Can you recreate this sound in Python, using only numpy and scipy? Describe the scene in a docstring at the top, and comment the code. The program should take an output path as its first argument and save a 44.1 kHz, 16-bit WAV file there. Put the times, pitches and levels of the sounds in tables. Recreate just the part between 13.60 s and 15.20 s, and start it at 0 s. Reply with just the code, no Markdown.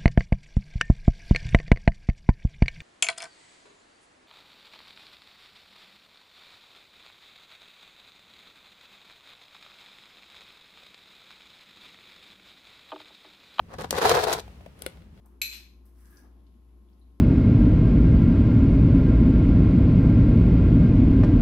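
"""Outdoors on rough concrete, close to a pair of microphones, over a low rumble and a faint hiss.
A heavy pot full of soil is nudged, then dragged: its base slips and catches, ringing the damped pot,
while sand is ground and cracks under it. The pot stops and three crumbs of soil drop.
Last, a hand takes up an empty plastic pot with light taps. Nearby walls give back short echoes."""
import sys
import numpy as np
from scipy import signal
from scipy.fft import rfft, irfft
from scipy.io import wavfile
from scipy.ndimage import map_coordinates

SR = 44100
rng = np.random.default_rng(int(sys.argv[2]) if len(sys.argv) > 2 else 0)


def generate_wav(sig):
    """Save sig (samples, or channels by samples) to the path in sys.argv[1] as 16-bit PCM at SR."""
    pcm = np.round(np.clip(np.atleast_2d(sig).T, -1, 1) * 32767).astype(np.int16)
    wavfile.write(sys.argv[1], SR, pcm)


N = 70560  # 1.6 s


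def amp(db):
    """Decibels to gain."""
    return 10 ** (np.asarray(db) / 20)


def unit(x):
    """Scale to rms 1."""
    return x / np.sqrt(np.mean(np.abs(x) ** 2) + 1e-20)


def along(points, hz):
    """Read (Hz, value) points on a log frequency axis."""
    point_hz, values = np.transpose(points)
    return np.interp(np.log(hz + 1), np.log(point_hz + 1), values)


def curves(rows):
    """One value per sample for each column after the time."""
    times, *columns = np.transpose(rows)
    return [np.interp(np.arange(N) / SR, times, column) for column in columns]


def grid():
    """The frequencies in Hz on which filters are given."""
    return np.fft.rfftfreq(2 * N, 1 / SR)


def filtered(x, response):
    """Pass x through a frequency response."""
    return irfft(rfft(x, 2 * N) * response)[..., :N]


def causal(gain):
    """The promptest (minimum-phase) response with this shape, at unit power."""
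    cepstrum = irfft(np.log(gain + 1e-6))
    cepstrum[1:N] *= 2
    cepstrum[N + 1:] = 0
    return unit(np.exp(rfft(cepstrum)))


def colour(points):
    """Response with the given (Hz, dB) shape."""
    return causal(amp(along(points, grid())))


def wobble(rate):
    """A smooth random curve, rate knots a second."""
    return map_coordinates(rng.standard_normal(N), [np.arange(N) * rate / SR], mode="wrap")


def pan(db):
    """Left and right gains for a level difference."""
    return amp(np.array([[db], [-db]]) / 2)


def fade(start, t60):
    """An envelope that jumps up at start and falls 60 dB in t60 seconds."""
    age = np.arange(N) / SR - start
    return (age >= 0) * np.exp(-np.log(1000) * np.abs(age) / t60)


def burst(start, t60):
    """A short puff of noise, different in two channels."""
    return fade(start, t60) * rng.standard_normal((2, N))


def microphones(pair, lean=1):
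    """Two unrelated signals become left and right: alike in the bass, mostly leaning left."""
    # Each row: frequency in Hz, likeness of the two microphones (clipped to a correlation below).
    likeness = [(60, 3.06), (200, 0.66), (400, 1.03), (700, 0.22), (1300, 0), (15000, 0)]
    # Each row: frequency in Hz, left over right in dB at a lean of 1.
    balance = [(60, 2), (200, 0), (400, 3.5), (700, 6), (1300, -3), (2400, -1), (4400, 3.5), (15000, 6)]
    turn = np.arccos(np.clip(along(likeness, grid()), -1, 1)) / 2
    mid, side = filtered(pair, np.array([np.cos(turn), np.sin(turn)]))
    left_db = lean * along(balance, grid()) / 2
    return filtered(np.array([mid + side, mid - side]), amp([left_db, -left_db]))


def background():
    """The open air: a steady distant rumble and a faint hiss that rises and falls."""
    # The two spectra. Each row: frequency in Hz, relative level in dB.
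    rumble_shape = [(15, -22), (30, -18.5), (45, -7), (62, 5.5), (78, -1.5), (95, -4.5), (125, -13),
                    (170, -6), (260, -14.5), (450, -27.5), (1000, -71.5)]
    hiss_shape = [(240, -24), (400, 0), (1140, -8.5), (1500, -11), (2800, -12.5), (7500, -26),
                  (12700, -26.5), (16000, -36)]
    # Each row: time in seconds, level of the hiss in dB.
    hiss_levels = [(0, -62.5), (.85, -56), (1.15, -61.5), (1.24, -52), (1.3, -56), (1.4, -60.5),
                   (1.5, -66.5), (1.58, -62)]
    beds = []
    for shape in (rumble_shape, hiss_shape):
        noise = filtered(rng.standard_normal((2, N)), amp(along(shape, grid())))
        beds.append(unit(microphones(noise)))
    rumble, hiss = beds
    return amp(-49.5) * rumble + amp(curves(hiss_levels)[0]) * hiss


def wall_echoes(near):
    """Nearby walls return a short, diffuse tail that lasts longest in the mids."""
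    # Each row: frequency in Hz, t60 of the echoes in seconds.
    decay_times = [(200, 0.1), (2500, 0.26), (12000, .14)]
    hz, t, spectra = signal.stft(rng.standard_normal((2, SR // 2)), SR, nperseg=256)
    decay = np.exp(-np.log(1000) * t / along(decay_times, hz)[:, None])
    tail = signal.istft(spectra * decay, SR, nperseg=256)[1]
    return signal.fftconvolve(near, tail / np.linalg.norm(tail[0]), axes=1)[:, :N]


def soil_crumbs():
    """Falling crumbs of soil land with soft, dull ticks."""
    # Each row: start in seconds, level in dB.
    landings = [(.8785, -40.5), (1.0085, -45.5), (1.0613, -37)]
    # Each row: frequency in Hz, relative level of a tick in dB.
    tick_shape = [(150, -17.5), (400, 2.5), (700, 11), (1200, -14), (2500, -6.5), (6000, -26),
                  (15000, -30.5)]
    ticks = sum(amp(db) * burst(start, t60=0.026) for start, db in landings)
    return microphones(filtered(ticks, colour(tick_shape)))


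def plastic_taps():
    """Each touch of a finger clicks on the empty pot's rim and briefly rings the thin plastic."""
    # Each row: start in seconds, ring level in dB, click level in dB, left over right in dB.
    touches = [(1.1912, -60, -48.5, 12.5), (1.2204, -43, -24.5, 11.5), (1.2630, -27, -19, 6),
               (1.3715, -55, -56, 2), (1.4201, -58, -66, 12), (1.5755, -57.5, -74.5, -1)]
    # Each row: frequency of a mode in Hz, level in dB, t60 in seconds.
    modes = [(374, 3.5, 0.025), (513, 0, 0.045), (1460, -1, 0.02), (2155, 4, 0.013), (2880, 1.5, 0.011),
             (3380, -0.5, 0.018), (4130, -4, 0.018), (4990, -3.5, 0.011), (9600, -4, 0.0061)]
    # Each row: frequency in Hz, relative level of the click in dB.
    click_shape = [(500, -25), (1500, -17), (4000, -3), (6800, -14.5), (9500, 0.5), (13000, -6.5),
                   (16000, -19)]
    attack_s, bright = 0.00083, colour(click_shape)
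    t, out = np.arange(N) / SR, np.zeros((2, N))
    for start, ring_db, click_db, pan_db in touches:
        age, ring = t - start, np.zeros((2, N))
        for hz, db, t60 in modes:
            phase = rng.normal(0, 1.0, (2, 1))
            ring += amp(db) * fade(start, t60) * np.sin(2 * np.pi * hz * age + phase)
        click = filtered(burst(start, t60=0.009), bright)
        rise = 1 - np.exp(-np.maximum(age, 0) / attack_s)
        out += pan(pan_db) * rise * (amp(ring_db) * ring + amp(click_db) * click)
    return out


def soil_heave():
    """The weight of the soil trembles in the bass as the pot moves."""
    # Each row: time in seconds, level in dB.
    levels = [(.08, -57), (.14, -49), (.17, -48), (.2, -42.5), (.28, -49.5), (.345, -36), (.41, -52),
              (.455, -34), (.485, -43), (.525, -36.5), (.6, -46), (.645, -39.5), (.69, -51), (.76, -42.5),
              (.84, -60.5)]
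    # Each row: frequency in Hz, relative level in dB.
    tremble_shape = [(25, -33.5), (55, -0.5), (90, 1), (150, 0), (210, -4.5), (400, -19.5), (900, -60)]
    tremble = filtered(rng.standard_normal((2, N)), colour(tremble_shape))
    return amp(curves(levels)[0]) * unit(microphones(tremble))


def grit_cracks():
    """Larger grains burst under the pot's weight with a bright snap."""
    # Each row: start in seconds, level in dB, t60 in seconds, left over right in dB.
    grains = [(0.1385, -50.5, 0.018, 5), (0.2107, -35, 0.011, 3), (0.2202, -36.5, 0.013, 3),
              (0.3077, -15.5, 0.016, 2), (0.3272, -33.5, 0.017, 1), (0.4203, -26, 0.01, -3),
              (.4555, -25.5, .02, -4.5), (0.4944, -15.5, 0.019, -3.5), (0.5508, -20.5, 0.011, -3.5),
              (0.6383, -27.5, .03, -2.5), (0.7281, -23, 0.048, 0), (0.7358, -24, 0.018, -3),
              (0.797, -41.5, 0.0095, -1), (0.8022, -38, 0.0087, 2.5)]
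    # Each row: frequency in Hz, relative level of a snap in dB.
    snap_shape = [(180, -16), (500, 0.5), (1000, -9.5), (2250, -5), (4100, -1), (6000, -0.5), (9000, -4),
                  (13000, -8.5), (16000, -20.5)]
    bright = colour(snap_shape)
    return sum(pan(pan_db) * microphones(filtered(amp(db) * burst(start, t60), bright))
               for start, db, t60, pan_db in grains)


def contacts(per_second, spread_db):
    """Tiny impacts at random moments, a few stronger than the rest, shared between two channels."""
    hit = rng.random(N) < per_second / SR
    size = amp(spread_db * np.minimum(rng.exponential(size=N), 3))
    direction = 2 * np.pi * rng.random(N)
    return unit(hit * size * np.array([np.cos(direction), np.sin(direction)]))


def base_catches():
    """The base hits bumps in the concrete: each gives one blunt push and a little rattle."""
    # Each row: start in seconds, strength of the push in dB.
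    bumps = [(.1838, -30.5), (0.2423, -23.5), (0.3129, -22), (.3283, -9.5), (0.4136, -24), (0.4473, -7.5),
             (0.4546, -4), (0.505, -11), (0.5549, -8), (0.582, -16), (0.67, -12.5), (0.7866, -19)]
    rattle_gain, cutoff_hz = 0.0093, 900  # the heavy base is too slow to push sharply
    push = np.zeros((2, N))
    for start, db in bumps:
        push += amp(db) * rattle_gain * burst(start, t60=0.012)
        push[0, round(start * SR)] -= amp(db)
    return filtered(push, 1 / (1 + 1j * grid() / cutoff_hz))


def pot_body(pitch_ratio, boom_db, damping):
    """Response of the soil-filled pot; damping widens its resonances."""
    # Each row: frequency and width in Hz (before pitch ratio and damping), relative level in dB.
    resonances = [(374.6, 57, -5), (450, 41, -3), (466.6, 33, -3.5), (666.3, 45, -1.5), (739, 126, -2),
                  (868, 8.3, -2.5), (986, 100, -5), (1095, 60, -7), (1372, 97, -7.5), (1547, 75, -11.5),
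                  (1690, 520, -17), (2460, 88, -18), (3810, 120, -21.5)]
    # Each row: frequency in Hz (before pitch ratio), how well the pot radiates in dB.
    radiation = [(60, -12), (250, -6.5), (350, -2.5), (510, 2.5), (580, -5), (660, -2.5), (4000, -3.5),
                 (12000, -10)]
    boom_hz, boom_width_hz = 235, 110
    f, power = grid() / pitch_ratio, 0
    for hz, width_hz, db in [*resonances, (boom_hz, boom_width_hz, boom_db)]:
        loss = f * width_hz * damping
        power += (amp(db) * loss) ** 2 / ((hz * hz - f * f) ** 2 + loss ** 2)
    return causal(np.sqrt(power) * amp(along(radiation, f)))


def pot_drag():
    """Slips and catches ring the pot, whose tone sinks as it settles; sand is ground under it."""
    # Each row: time in seconds, relative levels in dB of the pot's rasp and of the sand.
    levels = [(.085, -56, -78), (.115, -47.5, -64), (.143, -39, -60), (.162, -57, -68.5), (.181, -68, -67),
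              (.186, -35, -50), (.212, -30.5, -47.5), (.232, -46.5, -56), (.246, -31, -45.5),
              (.264, -54.5, -68), (.303, -61, -63), (.315, -54.5, -53.5), (.342, -30, -50.5),
              (.368, -33.5, -40), (.386, -22.5, -34), (.405, -37, -46.5), (.417, -22, -31), (.44, -25, -37),
              (.455, -13, -29), (.484, -26, -31.5), (.51, -16.5, -29.5), (.534, -25.5, -35.5),
              (.557, -19.5, -34), (.585, -21, -38), (.624, -32.5, -39), (.643, -19.5, -30),
              (.658, -36.5, -50.5), (.673, -25, -39), (.734, -24.5, -34), (.774, -39, -51),
              (.797, -37.5, -38), (.83, -75.5, -86.5)]
    # Each row: frequency in Hz, relative level of the sand in dB.
    sand_shape = [(200, -43.5), (600, -9.5), (1500, 1.5), (2400, -3.5), (3200, -1.5), (3900, 2.5),
                  (5500, -5), (8000, -11.5), (12500, -13), (16000, -24)]
    # The pot starts tipped on its edge and settles flat.
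    # Each row: time in seconds, pitch ratio, low boom in dB, share of the leftward lean.
    stances = [(.24, 1.11, -2, 0.63), (.38, 1.127, -6, 0.5), (.455, 0.97, -11.5, 0.93),
               (.55, 1.045, -20.5, 1.1), (.7, .96, -32, 1.5)]
    rasp_db, sand_db = curves(levels)
    t = np.arange(N) / SR
    moving = (t > levels[0][0]) * (t < levels[-1][0])
    judder = moving * amp(wobble(rate=130))  # the level flutters by about 1 dB
    slips = contacts(per_second=2200, spread_db=4) * judder * amp(rasp_db - 0.5)
    sand = contacts(per_second=1700, spread_db=2) * judder * amp(sand_db + 2)
    out = microphones(filtered(sand, colour(sand_shape)))
    pushes = base_catches()
    stance_times = [row[0] for row in stances]
    for (_, pitch_ratio, boom_db, lean), this_stance in zip(stances, np.eye(len(stances))):
        crossfade = np.interp(t, stance_times, this_stance)
        sliding = pot_body(pitch_ratio, boom_db, damping=0.98)
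        caught = pot_body(pitch_ratio, boom_db, damping=1.73)
        rasp = filtered(crossfade * slips, sliding)
        knocks = filtered(crossfade * pushes, caught / np.abs(irfft(caught)).max())
        out += microphones(rasp + knocks, lean)
    return out


def scene():
    """The handling close to the microphones, its weak echoes and the open air behind."""
    near = pot_drag() + grit_cracks() + soil_crumbs() + plastic_taps()
    return near + amp(-13.5) * wall_echoes(near) + soil_heave() + background()


def record(dry):
    """The recorder keeps nothing above its band limit."""
    top_hz = 16200
    return filtered(dry, grid() < top_hz)


dry = scene()
out = record(dry)
generate_wav(out)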